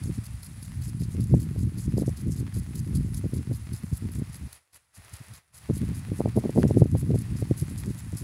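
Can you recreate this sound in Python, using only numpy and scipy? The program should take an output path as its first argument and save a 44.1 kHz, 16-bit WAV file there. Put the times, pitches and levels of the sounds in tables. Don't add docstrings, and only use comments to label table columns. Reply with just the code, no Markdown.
import sys
import numpy as np
from scipy import signal
from scipy.fft import rfft, irfft, next_fast_len
from scipy.io import wavfile
from scipy.ndimage import uniform_filter1d, minimum_filter1d

SR = 44100
rng = np.random.default_rng(int(sys.argv[2]) if len(sys.argv) > 2 else 0)


def to_wav(s):
    ch = np.atleast_2d(s).T
    pcm = np.round(np.clip(ch, -1, 1) * 32767)
    wavfile.write(sys.argv[1], SR, pcm.astype(np.int16))


N = 362943
TIME = np.arange(N) / SR
EDDY_HALF_S = 0.02


def undb(db):
    return 10 ** (np.asarray(db) / 20)


def unit(x):
    return x / np.sqrt(np.mean(x ** 2))


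def curve(table, column=1):
    rows = np.array(table)
    return np.interp(TIME, rows[:, 0], rows[:, column])


def add(out, start_s, sound):
    i = int(start_s * SR)
    part = sound[max(-i, 0):max(N - i, 0)]
    out[max(i, 0):max(i, 0) + len(part)] += part


def colour(x, spectrum):
    hz, db = np.transpose(spectrum)
    size = next_fast_len(N)
    bin_hz = np.maximum(np.fft.rfftfreq(size, 1 / SR), 1)
    gain = undb(np.interp(np.log(bin_hz), np.log(hz), db))
    return unit(irfft(rfft(x, size) * gain, size)[:N])


def walk(rate):
    step = max(int(SR / rate), 2)
    held = np.repeat(rng.standard_normal(N // step + 1), step)
    return unit(uniform_filter1d(uniform_filter1d(held, step), step)[:N])


def impacts(rate, spread_db):
    sizes = undb(spread_db * np.minimum(rng.exponential(size=N), 5))
    hits = rng.random(N) < rate / SR
    return unit(hits * sizes * rng.choice([-1, 1], N))


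def flicker(x, rate, depth_db):
    size = next_fast_len(N)
    spectrum = rfft(x, size)
    bin_hz = np.maximum(np.fft.rfftfreq(size, 1 / SR), 1)
    half_octaves = np.clip(2 * np.log2(bin_hz / 3500), 0, 4)
    bands = (irfft(spectrum * np.maximum(1 - abs(half_octaves - k), 0), size)[:N] for k in range(5))
    return unit(sum(band * undb(depth_db * walk(rate)) for band in bands))


# (time
# [s], hiss level [dB], patter level [dB])
JET_LEVELS = [(0, -57.5, -79), (1.5, -64.5, -66.5), (2.6, -62.5, -76), (3.6, -61.5, -67),
              (5.05, -63, -70.5), (6.1, -60, -67), (6.7, -59, -66.5), (6.9, -63.5, -66), (7.4, -58, -67.5),
              (8.23, -59.5, -61)]
# (frequency [Hz], gain [dB])
JET_SPECTRUM = [(1500, -18), (3200, -10), (4900, -4.5), (6100, -6.5), (7000, -5), (8800, 1), (10200, 6),
                (10900, -.5), (12400, -20), (16000, -31.5)]
# (frequency [Hz], gain [dB])
LEAF_SPECTRUM = [(2000, -29.5), (3800, -12.5), (5200, -3.5), (7000, 0), (10500, 1), (12700, -8.5),
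                 (16000, -21)]


def jet():
    flutter = undb(0.9 * walk(51))
    hiss = colour(rng.standard_normal(N) * flutter, JET_SPECTRUM)
    patter = colour(impacts(rate=300, spread_db=6.5), LEAF_SPECTRUM)
    hiss = flicker(hiss, rate=51, depth_db=1.4)
    return hiss * undb(curve(JET_LEVELS)) + patter * undb(curve(JET_LEVELS, column=2))


# (time [s], level [dB])
RUSTLE_LEVELS = [(0, -55.5), (.3, -58.5), (3.6, -58), (4.4, -56.5), (4.95, -60), (5.17, -55), (5.6, -58.5),
                 (5.8, -54.5), (6.75, -54.5), (6.9, -58.5), (7.35, -54.5), (8.23, -55.5)]
# (frequency [Hz], gain [dB])
RUSTLE_SPECTRUM = [(60, -26), (300, -4), (600, 0), (1100, 2), (1600, 1), (2000, 3.5), (2250, 0),
                   (2550, 0.5), (2950, -4.5), (4500, -5.5), (9000, -15)]


def field_rustle(flutter_db=0.82):
    rustle = rng.standard_normal(N) + undb(-6) * impacts(rate=500, spread_db=5)
    return colour(rustle, RUSTLE_SPECTRUM) * undb(curve(RUSTLE_LEVELS) + flutter_db * walk(30))


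# (time [s], level [dB])
BREEZE_LEVELS = [(0, -27.5), (.24, -43.5), (.56, -40), (.8, -35), (1.35, -27), (1.7, -33), (2.3, -38.5),
                 (2.75, -37.5), (3.05, -28.5), (3.64, -39.5), (4.42, -46), (4.56, -67), (5.62, -54.5),
                 (5.76, -30.5), (6.05, -38.5), (6.75, -29), (7.3, -34.5), (8.23, -43)]
# (middle time [s], length [s], level [dB], vortex centre [Hz])
WIND_PUFFS = [(0.103, 0.042, -25, 105), (0.182, 0.016, -22, 116), (0.334, 0.072, -32, 102),
              (0.789, 0.099, -30.5, 95), (0.95, 0.046, -32, 98), (1.06, 0.028, -30, 98),
              (1.2, 0.067, -24.5, 135), (1.338, 0.067, -15, 137), (1.59, 0.16, -36, 136),
              (1.878, 0.043, -20, 100), (1.985, 0.12, -26.5, 158), (2.288, 0.098, -23, 125),
              (2.41, 0.098, -27.5, 145), (2.58, 0.089, -25, 104), (2.761, .04, -32, 137),
              (2.963, 0.13, -23, 119), (3.25, 0.039, -25, 162), (3.373, .08, -28, 146),
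              (3.501, 0.058, -27.5, 146), (3.73, 0.058, -30, 108), (3.839, 0.023, -28, 131),
              (3.93, 0.018, -17.5, 133), (4.049, 0.069, -27, 139), (4.177, 0.071, -28, 127),
              (4.299, 0.011, -27.5, 107), (4.436, 0.062, -31, 107), (4.989, 0.021, -38, 87),
              (5.137, 0.032, -38.5, 86), (5.207, 0.014, -35.5, 99), (5.314, 0.056, -43, 87),
              (5.703, 0.02, -21, 152), (5.826, 0.036, -23.5, 154), (5.896, 0.076, -28, 120),
              (6.118, 0.067, -27, 152), (6.269, 0.064, -26, 173), (6.376, 0.043, -20.5, 209),
              (6.457, 0.033, -23.5, 223), (6.583, 0.046, -20, 245), (6.647, 0.075, -21.5, 186),
              (6.773, 0.05, -20.5, 219), (6.819, 0.025, -11.5, 150), (6.941, 0.048, -19, 125),
              (7.035, 0.027, -23.5, 140), (7.133, 0.13, -23.5, 176), (7.346, .05, -29.5, 149),
              (7.625, 0.023, -22.5, 142), (7.777, 0.41, -35.5, 139), (7.888, 0.068, -28, 141),
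              (8.139, .04, -27.5, 124), (8.22, 0.022, -29, 127)]


def airflow(turbulence_db=3.5, eddy_hz=114.1, reference_db=-28.5, doubling_db=51):
    breeze_db = curve(BREEZE_LEVELS)
    power = undb(breeze_db + turbulence_db * walk(30)) ** 2
    weighted_hz = power * eddy_hz * 2 ** ((breeze_db - reference_db) / doubling_db)
    t = np.arange(-(SR // 4), SR // 4) / SR
    for middle, length, db, hz in WIND_PUFFS:
        puff = undb(db) ** 2 * np.exp(-2 * (2 * t / length) ** 2)
        add(power, middle + t[0], puff)
        add(weighted_hz, middle + t[0], puff * hz)
    return np.sqrt(power), weighted_hz / power


def eddy(hz, phase_turns):
    half = int(EDDY_HALF_S * SR)
    t = np.arange(-half, half) / SR
    swing = 1 / (1 - 2j * np.pi * hz * t / 2.5)
    return np.real(np.exp(2j * np.pi * phase_turns) * swing ** 3)


def microphone_port(x, cut_hz=62, ring_hz=115, width_hz=24, ring_db=-7):
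    x = signal.sosfilt(signal.butter(4, cut_hz, "high", fs=SR, output="sos"), x)
    boom = signal.lfilter(*signal.iirpeak(ring_hz, ring_hz / width_hz, fs=SR), x)
    return x + undb(ring_db) * boom


def wind_rumble(count=2000, pitch_scatter=0.23, spread_db=5, gain_db=0.21):
    strength, centre_hz = airflow()
    stream = np.zeros(N)
    timings, shapes = rng.random((count, 2)), rng.standard_normal((count, 2))
    for k, ((slot, phase), (size, speed)) in enumerate(zip(timings, shapes)):
        i = int((k + slot) / count * (N - 1))
        hz = 0.97 * centre_hz[i] * np.exp(pitch_scatter * speed)
        add(stream, i / SR - EDDY_HALF_S, undb(spread_db * size) * eddy(hz, phase))
    stream /= np.sqrt(uniform_filter1d(uniform_filter1d(stream ** 2, SR // 40), SR // 80))
    fade_in = np.minimum(TIME / EDDY_HALF_S, 1)
    return microphone_port(stream * strength * undb(gain_db) * fade_in)


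# (time [s], length [s], spray level [dB], slap level [dB])
ARM_STROKES = [(0.035, 0.043, -48.5, -37), (0.239, 0.025, -48.5, -47), (0.43, .037, -47.5, -36),
               (0.626, .035, -48.5, -39.5), (0.819, 0.08, -50.5, -41), (0.999, 0.049, -49.5, -58),
               (1.205, 0.036, -49.5, -38), (1.399, .044, -48.5, -41), (1.592, .041, -47, -46),
               (1.781, 0.039, -46, -38.5), (1.976, 0.038, -46.5, -42), (2.172, 0.041, -49.5, -39),
               (2.361, 0.044, -49, -44), (2.545, 0.049, -45.5, -47), (2.754, 0.042, -45, -38),
               (2.95, 0.029, -44, -37), (3.143, 0.038, -46, -33), (3.339, 0.04, -48.5, -40),
               (3.532, .04, -49, -49), (3.732, 0.046, -47, -42), (3.937, .04, -47.5, -49.5),
               (4.118, 0.076, -50.5, -52), (4.329, 0.04, -47, -45), (4.527, 0.035, -50.5, -36),
               (4.73, 0.037, -52.5, -40), (4.946, 0.031, -52, -56), (5.134, 0.033, -48, -56),
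               (5.335, .043, -51.5, -43), (5.543, 0.04, -48, -48), (5.741, .043, -48.5, -49),
               (5.948, 0.047, -49, -42), (6.159, 0.044, -51, -51), (6.365, 0.029, -47.5, -42),
               (6.555, 0.071, -49, -66), (6.77, 0.032, -47, -49), (6.972, 0.044, -48, -53),
               (7.148, 0.071, -50, -63), (7.367, .044, -47.5, -49.5), (7.576, 0.041, -43, -41),
               (7.777, 0.032, -45.5, -56), (7.98, 0.024, -47, -50), (8.171, 0.033, -43.5, -41)]
# (frequency [Hz], gain [dB])
SPRAY_SPECTRUM = [(1000, -38.5), (2800, -21.5), (4300, -9), (5100, -5), (5450, -12), (6500, -6.5),
                  (8300, -6), (8800, -9), (9900, -0.5), (10900, 1), (11850, -7), (12700, -13), (14300, -15),
                  (16000, -21)]
# (frequency [Hz], gain [dB])
SLAP_SPECTRUM = [(1500, -7), (3000, -14.5), (4500, 3.5), (5500, -3), (8000, -7.5), (9000, -26),
                 (10800, 11.5), (12000, -7), (12700, -22), (16000, 0)]


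def sprinkler(rise_s=0.0062, fall_s=0.0096, slap_s=0.0016, slap_lag_s=0.0028,
              trail_s=0.067, trail_lag_s=0.08):
    spray_power, slaps = np.zeros(N), np.zeros(N)
    t = np.arange(-(SR // 50), SR // 5) / SR
    for start, length, spray_db, slap_db in ARM_STROKES:
        in_jet = np.exp(np.minimum(t, 0) / rise_s - np.maximum(t - length, 0) / fall_s)
        swell_db = np.minimum(t / length, 1)
        fan = in_jet * undb(spray_db - 1.4 + swell_db)
        trail_db = spray_db - 13 + 2 * rng.standard_normal()
        trail = undb(trail_db) * np.exp(-0.5 * ((t - length - trail_lag_s) / trail_s) ** 2)
        add(spray_power, start + t[0], fan ** 2 + trail ** 2)
        add(slaps, start + t[0], undb(slap_db - 1) * np.exp(-abs(t - slap_lag_s) / slap_s))
    water = rng.standard_normal(N) + undb(2.5) * impacts(rate=2800, spread_db=0)
    water = flicker(colour(water, SPRAY_SPECTRUM), rate=80, depth_db=2.5)
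    sputter = unit(undb(2.55 * walk(450)))
    spray = np.sqrt(spray_power) * water * sputter
    return spray + slaps * colour(rng.standard_normal(N), SLAP_SPECTRUM)


# (time [s], level [dB], centre [Hz])
HARD_VORTICES = [(0.096, -24.5, 187), (1.341, -11, 322), (1.94, -15.5, 160), (1.982, -14.5, 296),
                 (2.022, -14, 242), (2.08, -13.5, 231), (2.273, -18, 161), (3.243, -23, 267),
                 (3.335, -17.5, 210), (3.514, -20, 250), (3.927, -29, 200), (4.222, -18, 175),
                 (5.699, -12, 248), (6.206, -10, 346), (6.259, -11, 338), (6.375, -9.5, 312),
                 (6.44, -25, 477), (6.459, -16.5, 260), (6.495, -16, 308), (6.561, -13, 276),
                 (6.577, -7.5, 310), (6.587, -8, 282), (6.64, -10.5, 300), (6.653, -8, 225),
                 (6.71, -10.5, 312), (6.772, -4, 233), (6.821, -5.5, 302), (6.858, -14, 228),
                 (6.952, -17, 370), (7.106, -13, 230), (7.144, -17, 300), (7.425, -17.5, 274),
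                 (7.512, -8, 218)]


def wind_buffets(wake_db=-13, wake_lag_s=0.00491, wake_spread_s=0.0087):
    out = np.zeros(N)
    for time, db, hz in HARD_VORTICES:
        start = time - EDDY_HALF_S
        add(out, start, undb(db + 1) * eddy(hz, rng.random()))
        for lag, speed in rng.standard_normal((4, 2)):
            wake = eddy(0.82 * hz * np.exp(0.31 * speed), rng.random())
            add(out, start + wake_lag_s + wake_spread_s * lag, undb(db + wake_db) * wake)
    return microphone_port(out)


# (time [s], length [s], level [dB])
LEAF_STROKES = [(0.108, .08, -55), (1.097, 0.063, -54.5), (1.33, 0.066, -54), (1.822, 0.051, -52),
                (2.061, 0.015, -47.5), (2.078, 0.033, -52), (2.297, 0.062, -50), (6.671, 0.039, -50.5)]


def leaf_scrapes():
    strokes = np.zeros(N)
    for start, length, db in LEAF_STROKES:
        add(strokes, start, undb(db) * signal.windows.tukey(int(length * SR)))
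    slips = impacts(rate=9300, spread_db=5) * undb(1.5 * walk(330))
    return strokes * colour(slips, LEAF_SPECTRUM)


# (time [s], level [dB], band frequency [Hz], decay [s])
CLOSE_CLICKS = [(0.436, -48, 7500, 0.0034), (2.466, -49.5, 1700, 0.01), (6.623, -39, 3000, 0.00084),
                (6.631, -27, 1420, 0.0014), (6.68, -41, 8200, 0.0021), (6.713, -45, 4500, .0022),
                (7.836, -36, 1510, 0.0018)]


def clicks():
    out, t = np.zeros(N), np.arange(SR // 16) / SR
    for start, db, hz, decay in CLOSE_CLICKS:
        band = signal.butter(1, [hz * 0.55, hz * 1.25], "band", fs=SR, output="sos")
        noise = unit(signal.sosfilt(band, rng.standard_normal(len(t))))
        add(out, start, undb(db) * noise * np.exp(-t / decay))
    return out


# (time [s], length [s], depth [dB])
LULL_DIPS = [(4.575, 0.15, -17.5), (4.764, 0.16, -15.5), (5.384, 0.14, -17)]


def dips(fall_s=0.032, recover_s=0.014):
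    db = np.zeros(N)
    for start, length, depth_db in LULL_DIPS:
        sunk = 1 - np.exp(-np.maximum(TIME - start, 0) / fall_s)
        release = np.exp(-np.maximum(TIME - start - length, 0) / recover_s)
        db += depth_db * sunk * release
    return undb(db)


def scene():
    mix = sprinkler() + jet() + field_rustle() + leaf_scrapes() + clicks()
    mix += wind_rumble() + wind_buffets()
    return (mix * dips())[None]


def record(dry, ceiling=0.86, hold_s=0.05, top_hz=15700):
    hold, ramp = int(hold_s * SR), SR // 250
    needed_gain = ceiling / np.maximum(abs(dry), ceiling)
    held_gain = minimum_filter1d(needed_gain, hold, axis=-1, origin=hold // 2 - ramp)
    limited = dry * uniform_filter1d(held_gain, ramp, axis=-1)
    return signal.sosfilt(signal.ellip(10, 0.2, 80, top_hz, fs=SR, output="sos"), limited)


dry = scene()
out = record(dry)
to_wav(out)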